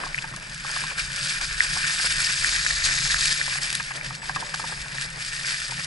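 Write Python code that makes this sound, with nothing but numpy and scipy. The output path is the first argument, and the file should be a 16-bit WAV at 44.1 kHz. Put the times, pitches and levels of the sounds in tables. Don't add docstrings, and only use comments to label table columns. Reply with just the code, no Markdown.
import sys
import numpy as np
from scipy import signal
from scipy.fft import rfft, irfft, next_fast_len
from scipy.io import wavfile

SR = 44100
rng = np.random.default_rng(int(sys.argv[2]) if len(sys.argv) > 2 else 0)


def put_to_file(sound):
    columns = np.atleast_2d(sound).T
    safe = np.clip(columns, -1, 1)
    whole_steps = np.round(safe * 32767)
    wavfile.write(sys.argv[1], SR, whole_steps.astype(np.int16))


N = 258422

# (time [s], relative level [dB])
LEAF_LITTER = [(0, -41), (.24, -42), (.31, -44), (.56, -43.5), (.7, -36), (1.1, -35.5), (1.56, -34.5),
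               (1.65, -31), (2.3, -28), (2.7, -29), (3.1, -27), (3.4, -32.5), (3.76, -33), (3.85, -39),
               (4.2, -44), (4.55, -38), (5.15, -36.5), (5.45, -35)]
# (time [s], length [s], lift [dB])
LEAF_HEAPS = [(.223, 0.037, 6.5), (.785, 0.16, 4), (.945, 0.077, -7), (.998, 0.069, 7.5), (1.1, 0.11, -4.5),
              (1.245, 0.077, 6), (1.298, 0.056, 7), (1.4, 0.032, -6.5), (1.435, 0.071, 4.5),
              (1.65, 0.063, 5.5), (2.061, 0.044, 4.5), (2.565, 0.016, 3), (2.856, 0.072, 5.5),
              (3.261, 0.24, 4.5), (3.55, 0.24, 3.5), (3.6, .04, -7), (3.636, 0.035, 2),
              (3.744, 0.077, -1.5), (3.961, 0.064, 5.5), (4.005, 0.086, -3.5), (4.06, 0.058, 7),
              (4.151, 0.038, 7.5), (4.205, 0.039, -7), (4.287, 0.15, 3), (4.358, 0.035, 10),
              (4.405, 0.042, 8), (4.546, 0.021, 11), (4.87, 0.21, -6), (5.025, 0.065, 7.5),
              (5.12, 0.23, -6), (5.217, 0.05, 1), (5.504, 0.16, 6.5)]
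# (frequency [Hz], relative level [dB])
LEAF_SPECTRUM = [(1200, -56), (2300, -7.5), (3100, -2), (4200, 1.5), (5300, 5), (5700, -3.5), (7000, -1),
                 (9000, 0), (11000, -7.5), (13000, -10.5)]
# (time [s], tilt [0-1])
HEAD_TILT = [(1.9, 0), (2.4, 0.3), (2.8, 1), (3.15, 0.8), (3.5, 0)]
# (frequency [Hz], width [Hz], lift [dB])
HEAD_DOWN_BANDS = [(3970, 740, 7.5), (6600, 2000, 7)]
# (frequency [Hz], relative level [dB])
GRIT_SPECTRUM = [(150, -11.5), (400, -12.5), (700, -13.5), (1000, -10), (1450, -5.5), (1830, 2),
                 (2100, 0.5), (2600, 0.5), (3300, -5), (5000, -8.5)]
# (time [s], share [0-1])
PACKED_DIRT = [(0, 0.8), (.7, 1), (1.6, 1), (2.3, 0.5), (3.3, 0.4), (4.6, 0.4)]
# (frequency [Hz], width [Hz], lift [dB])
PACKED_DIRT_BANDS = [(1490, 380, 6), (1915, 390, -8)]
# (time [s], peak [dB], treble lift [dB])
TWIG_SNAPS = [(0.3625, -23, 11), (0.5455, -26.5, -15), (0.714, -21.5, -17), (1.1617, -21.5, -18),
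              (1.4135, -21, -14), (1.7556, -30, -15), (2.5615, -17, -12), (3.1157, -18, -7),
              (3.256, -12, -3), (3.621, -21, -3), (3.7028, -13.5, -10), (3.7276, -14.5, -16),
              (3.7516, -11, -1), (4.046, -24, -20), (4.4062, -25, -15), (4.545, -25, -23), (4.6875, -35, 1),
              (5.0117, -21, -35), (5.6015, -20, -7), (5.8447, -19, -12)]
# (time [s], peak [dB], pitch [Hz])
STONE_POPS = [(0.1445, -20, 2200), (0.179, -23, 2200), (0.1859, -18.5, 2690), (0.189, -24, 2600),
              (1.605, -11, 1975), (2.445, -16, 1840), (2.554, -22, 1770), (2.663, -17, 1770),
              (2.7074, -19, 1910), (3.1436, -16.5, 1630), (3.413, -19.5, 1900), (3.804, -27, 1840),
              (4.011, -26, 2190), (4.9832, -25.5, 1920)]
# (time [s], peak [dB], hardness [dB per octave above 1 kHz])
FRAME_KNOCKS = [(0.035, -22, 4.5), (0.063, -28, -6), (0.241, -28, 5), (0.336, -32.5, -6),
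                (0.646, -27.5, -2), (0.697, -36, -5), (0.762, -25, 0), (0.837, -24.5, 4),
                (0.911, -32.5, -15), (1.412, -29.5, 5), (1.764, -27, -7), (1.994, -33, -5),
                (3.477, -27.5, -8), (3.554, -28.5, 8), (3.799, -24.5, 12), (3.907, -26.5, 2),
                (4.105, -28, -6), (4.228, -34, -7), (4.294, -20.5, 1), (4.36, -18.5, 2), (4.365, -22, 4),
                (4.424, -25.5, -6), (4.54, -23, 8), (4.595, -25.5, -2), (4.639, -25, -1), (4.692, -33, -10),
                (4.722, -29, 2), (4.86, -36, -1), (5.718, -31, -22)]
# (pitch [Hz], relative level [dB], time to fade by 60 dB [s])
FRAME_NOTES = [(318, -15.5, 0.061), (544, -13.5, 0.045), (752, -2, 0.03), (903, 2, 0.043), (1080, 3, 0.031),
               (1254, 2, 0.02), (1643, -1.5, 0.031), (2600, -1, 0.0057)]
# (time [s], lift [dB])
TYRE_BOOMS = [(0.201, 3.5), (.33, 7), (.5, 4), (.63, 4), (.85, 10), (1.24, 6), (1.86, 8.5), (3.03, 5),
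              (3.32, 4), (3.54, 2), (3.82, 6), (4.11, 6.5), (4.39, 7), (4.66, 8), (5.78, 6.5)]
# (frequency [Hz], relative level [dB])
TREAD_SPECTRUM = [(60, -32.5), (114, -16), (134, 3.5), (143, -3), (160, -2.5), (190, -14), (250, -24),
                  (500, -44.5)]
# (frequency [Hz], relative level [dB])
ROLL_SPECTRUM = [(60, -10), (200, -2), (310, -1.5), (420, -1.5), (580, 3.5), (700, 1), (920, 2.5),
                 (1100, -1), (2000, -8), (6000, -40)]
# (time [s], length [s], lift [dB])
CORNER_SCRUB = [(.05, .42, 11)]
# (time [s], length [s], lift [dB])
WIND_GUSTS = [(1.05, 0.15, 12), (1.48, 0.45, 8.5), (1.76, 0.35, 10), (2.13, 0.34, 9.5), (2.5, 0.37, 5.5),
              (3.15, 0.12, 4.5), (4.78, 0.17, 6)]
# (frequency [Hz], relative level [dB])
WIND_SPECTRUM = [(10, -14.5), (25, 3.5), (44, -1.5), (65, -7), (100, -14.5), (200, -24.5), (600, -53)]
# (time [s], length [s], peak [dB])
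MOTOR_PUSHES = [(.68, 0.36, -67.5), (1.21, 0.4, -53), (4.498, 0.35, -52.5)]
# (start [s], length [s], first pitch [Hz], last pitch [Hz], peak [dB])
WHISTLE_NOTES = [(4.14, 0.15, 7950, 7770, -50), (4.22, 0.076, 7620, 7600, -51),
                 (4.43, .08, 7700, 7700, -49)]
# (frequency [Hz], width [Hz], lift [dB])
LEFT_PORT_BANDS = [(1770, 363, 8.5), (2190, 590, 8), (3690, 280, 5), (4890, 530, 5), (6220, 780, 5),
                   (8240, 570, 5.5)]
# (frequency [Hz], width [Hz], lift [dB])
RIGHT_PORT_BANDS = [(1750, 906, 11.5), (2670, 690, -5), (4840, 300, 5), (7650, 310, 0), (10440, 410, 8.5)]

USUAL_LITTER_DB = -35
PORT_DIFFERENCE_DB = -12.5


def leaves(heap_db, clump_db=1.3, crackle_db=0.76, usual_crisp_db=-5.3, crisp_per_db=0.58):
    pitches = np.linspace(2000, 11500, 14)
    clumps = from_db(clump_db * drift(90) + crackle_db * drift(840))
    breaks = spread(lambda: fractures(pitches, t60=0.0027, per_s=7000, size_db=3.0, hiss_db=-1))
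    crunch = coloured(breaks * clumps, LEAF_SPECTRUM)
    facing_wheel = lift_bands(crunch, HEAD_DOWN_BANDS) * from_db(-5.0)
    crunch = crunch + in_time(HEAD_TILT) * (facing_wheel - crunch)
    litter_db = in_time(LEAF_LITTER)
    crisp_db = usual_crisp_db + crisp_per_db * (litter_db - USUAL_LITTER_DB)
    return from_db(litter_db + heap_db) * rms_one(lift_treble(crunch, 6500, crisp_db))


def grit(heap_db, base_db=-40, packed_db=3, clump_db=1.34, litter_follow=0.82, heap_follow=0.73):
    pitches = np.linspace(1100, 3300, 8)
    grains = spread(lambda: fractures(pitches, t60=0.0062, per_s=3200, size_db=2.5, hiss_db=0.5))
    grind = coloured(grains * from_db(clump_db * drift(110)), GRIT_SPECTRUM)
    packed = in_time(PACKED_DIRT)
    grind = grind + packed * (lift_bands(grind, PACKED_DIRT_BANDS) - grind)
    surge_db = litter_follow * (in_time(LEAF_LITTER) - USUAL_LITTER_DB) + heap_follow * heap_db
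    return from_db(base_db + surge_db + packed_db * packed) * grind


def snaps(crack_s=0.0016, splinter_s=0.004, splinter_db=-10, over_litter_db=10, small_treble_db=-18):
    out, t = np.zeros(N), np.arange(SR // 20) / SR
    band = signal.butter(2, [2200, 11000], "band", fs=SR, output="sos")
    fade = np.exp(-t / crack_s) + from_db(splinter_db) * np.exp(-t / splinter_s)
    litter_db = in_time(LEAF_LITTER)
    small = [(at / SR, litter_db[at] + over_litter_db, small_treble_db) for at in by_chance(per_s=16)]
    for s, peak_db, treble_db in list(TWIG_SNAPS) + small:
        crack = signal.sosfilt(band, rng.choice([-1, 1], len(t)) * fade)
        add(out, s, lift_treble(crack, 6000, treble_db), peak_db)
    return out


def stones(rise_s=0.00067, fade_s=0.00085, sag=0.029):
    out, t = np.zeros(N), np.arange(SR // 40) / SR
    rise = 1 - np.exp(-(t / rise_s) ** 2)
    fade = np.exp(-t / fade_s)
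    for s, peak_db, hz in STONE_POPS:
        pitch = hz * (1 + sag * (fade - .5))
        add(out, s, tone(pitch) * rise * fade, peak_db)
    return out


def knocks(rattle_s=0.0038, rattle_db=-16, rise_s=0.00058, rebound_s=0.003566, rebound=0.4):
    out, t = np.zeros(N), np.arange(SR // 10) / SR
    rattle_shape = np.exp(-t / rattle_s) - np.exp(-t / rise_s)
    for s, peak_db, hardness in FRAME_KNOCKS:
        contact = from_db(rattle_db) * rng.standard_normal(len(t)) * rattle_shape
        rebound_at = round(rebound_s * rng.uniform(.5, 1.5) * SR)
        contact[[0, rebound_at]] += [1, rebound]
        detune = 1 + 0.0079 * rng.standard_normal(len(FRAME_NOTES))
        body = np.zeros(len(t))
        for k, (hz, db, t60) in enumerate(FRAME_NOTES):
            octaves_up = max(np.log2(hz / 1000), 0)
            body += (-1) ** k * from_db(db + hardness * octaves_up) * ring(contact, hz * detune[k], t60)
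        add(out, s, body, peak_db)
    return out


def tyres(tread_db=-46.5, flutter_db=1.45, boom_s=0.15, roll_db=-51, shake_db=-31, shake_s=0.83):
    boom_db = swells([(s, boom_s, db) for s, db in TYRE_BOOMS])
    drone_db = tread_db + boom_db + flutter_db * drift(13)
    drone = from_db(drone_db) * coloured(spread(white, side_db=-26.0), TREAD_SPECTRUM)
    rolling = spread(white, side_db=-0.5) * from_db(4.0 * drift(40))
    roll_power = from_db(roll_db + swells(CORNER_SCRUB)) ** 2
    shake_power = swells([(s, shake_s, from_db(db + shake_db) ** 2) for s, db, _ in FRAME_KNOCKS])
    return drone + np.sqrt(roll_power + shake_power) * coloured(rolling, ROLL_SPECTRUM)


def wind(base_db=-48.5, head_down_db=11, flutter_db=0.5):
    level_db = base_db + head_down_db * in_time(HEAD_TILT) + swells(WIND_GUSTS)
    pressure = spread(white, side_db=-22) * from_db(flutter_db * drift(39))
    return from_db(level_db) * coloured(pressure, WIND_SPECTRUM)


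def motor(gear_hz=575, waver=0.0117):
    pitch = gear_hz * (1 + waver * drift(30))
    loudness = swells([(s, length, from_db(db)) for s, length, db in MOTOR_PUSHES])
    return loudness * tone(pitch)


def whistles(waver_hz=40):
    out, unsteady = np.zeros(N), waver_hz * drift(200)
    for s, length, start_hz, end_hz, peak_db in WHISTLE_NOTES:
        glide = np.linspace(start_hz, end_hz, round(length * SR))
        pitch = glide + unsteady[round(s * SR):][:len(glide)]
        add(out, s, np.hanning(len(pitch)) ** .5 * tone(pitch), peak_db)
    return out


def fractures(pitches, t60, per_s, size_db, hiss_db):
    at = by_chance(per_s)
    sizes = from_db(size_db * np.minimum(rng.exponential(1, N), 5))
    clicks = (sizes * rng.choice([-1, 1], N))[at]
    which_pitch = rng.integers(0, len(pitches), N)[at]
    grains = sum(ring(np.bincount(at, clicks * (which_pitch == k), N), hz, t60)
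                 for k, hz in enumerate(pitches))
    return rms_one(rms_one(grains) + from_db(hiss_db) * white())


def from_db(db):
    return 10 ** (np.asarray(db) / 20)


def rms_one(x):
    return x / np.sqrt(np.mean(x ** 2) + 1e-20)


def in_time(rows):
    return np.interp(np.arange(N) / SR, *np.transpose(rows))


def swells(rows):
    t, out = np.arange(N) / SR, np.zeros(N)
    for s, length, height in rows:
        near = np.abs(t - s) < length / 2
        out[near] += height * np.cos(np.pi * (t[near] - s) / length) ** 2
    return out


def white():
    return rng.standard_normal(N)


def drift(per_s):
    return rms_one(np.interp(np.arange(N) * (per_s / SR), np.arange(N), white()))


def by_chance(per_s):
    return np.flatnonzero(rng.random(N) < per_s / SR)


def tone(hz):
    return np.sin(2 * np.pi * np.cumsum(hz) / SR)


def ring(x, hz, t60):
    decay, turn = from_db(-60 / (t60 * SR)), 2 * np.pi * hz / SR
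    return signal.lfilter([0, np.sin(turn)], [1, -2 * decay * np.cos(turn), decay * decay], x + 1e-18)


def coloured(x, spectrum):
    size = next_fast_len(N + SR // 10)
    hz, db = np.transpose(spectrum)
    grid_hz = np.maximum(np.arange(size // 2 + 1) * SR / size, 1)
    gain = from_db(np.interp(np.log(grid_hz), np.log(hz), db))
    cepstrum = irfft(np.log(gain), size)
    response = np.exp(rfft(2 * cepstrum[:size // 2], size) - cepstrum[0])
    return rms_one(irfft(rfft(x, size) * response, size)[..., :N])


def allpass(x, hz, width_hz):
    radius = np.exp(-np.pi * width_hz / SR)
    feedback = np.array([1, -2 * radius * np.cos(2 * np.pi * hz / SR), radius * radius])
    return signal.lfilter(feedback[::-1], feedback, x)


def lift_bands(x, bands):
    for hz, width_hz, db in bands:
        band = (x - allpass(x, hz, width_hz / from_db(db / 4))) / 2
        x = x + (from_db(db) - 1) * band
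    return x


def lift_treble(x, hz, db):
    treble = signal.sosfilt(signal.butter(1, hz, "high", fs=SR, output="sos"), x)
    return x + (from_db(db) - 1) * treble


def spread(make, side_db=PORT_DIFFERENCE_DB):
    return make() + from_db(side_db) * make() * np.array([[1], [-1]])


def add(out, s, sound, peak_db):
    at = round(s * SR)
    out[at:at + len(sound)] += (from_db(peak_db) * sound / np.abs(sound).max())[:N - at]


def scene(patchy_db=1.0, wheel_distance_db=-1.5):
    heap_db = swells(LEAF_HEAPS) + patchy_db * drift(35)
    crunch = from_db(wheel_distance_db) * (leaves(heap_db) + grit(heap_db))
    ground = crunch + stones() + snaps()
    bike = spread(knocks) + motor()
    return ground + bike + whistles() + (tyres() + wind()) * from_db([[.6], [-.6]])


def record(dry, cutoff_hz=11050):
    left = lift_bands(dry[0], LEFT_PORT_BANDS)
    right = allpass(lift_bands(dry[1], RIGHT_PORT_BANDS), hz=2160, width_hz=490)
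    lowpass = signal.ellip(12, .2, 90, cutoff_hz, fs=SR, output="sos")
    return signal.sosfilt(lowpass, [left, right])


dry = scene()
out = record(dry)
put_to_file(out)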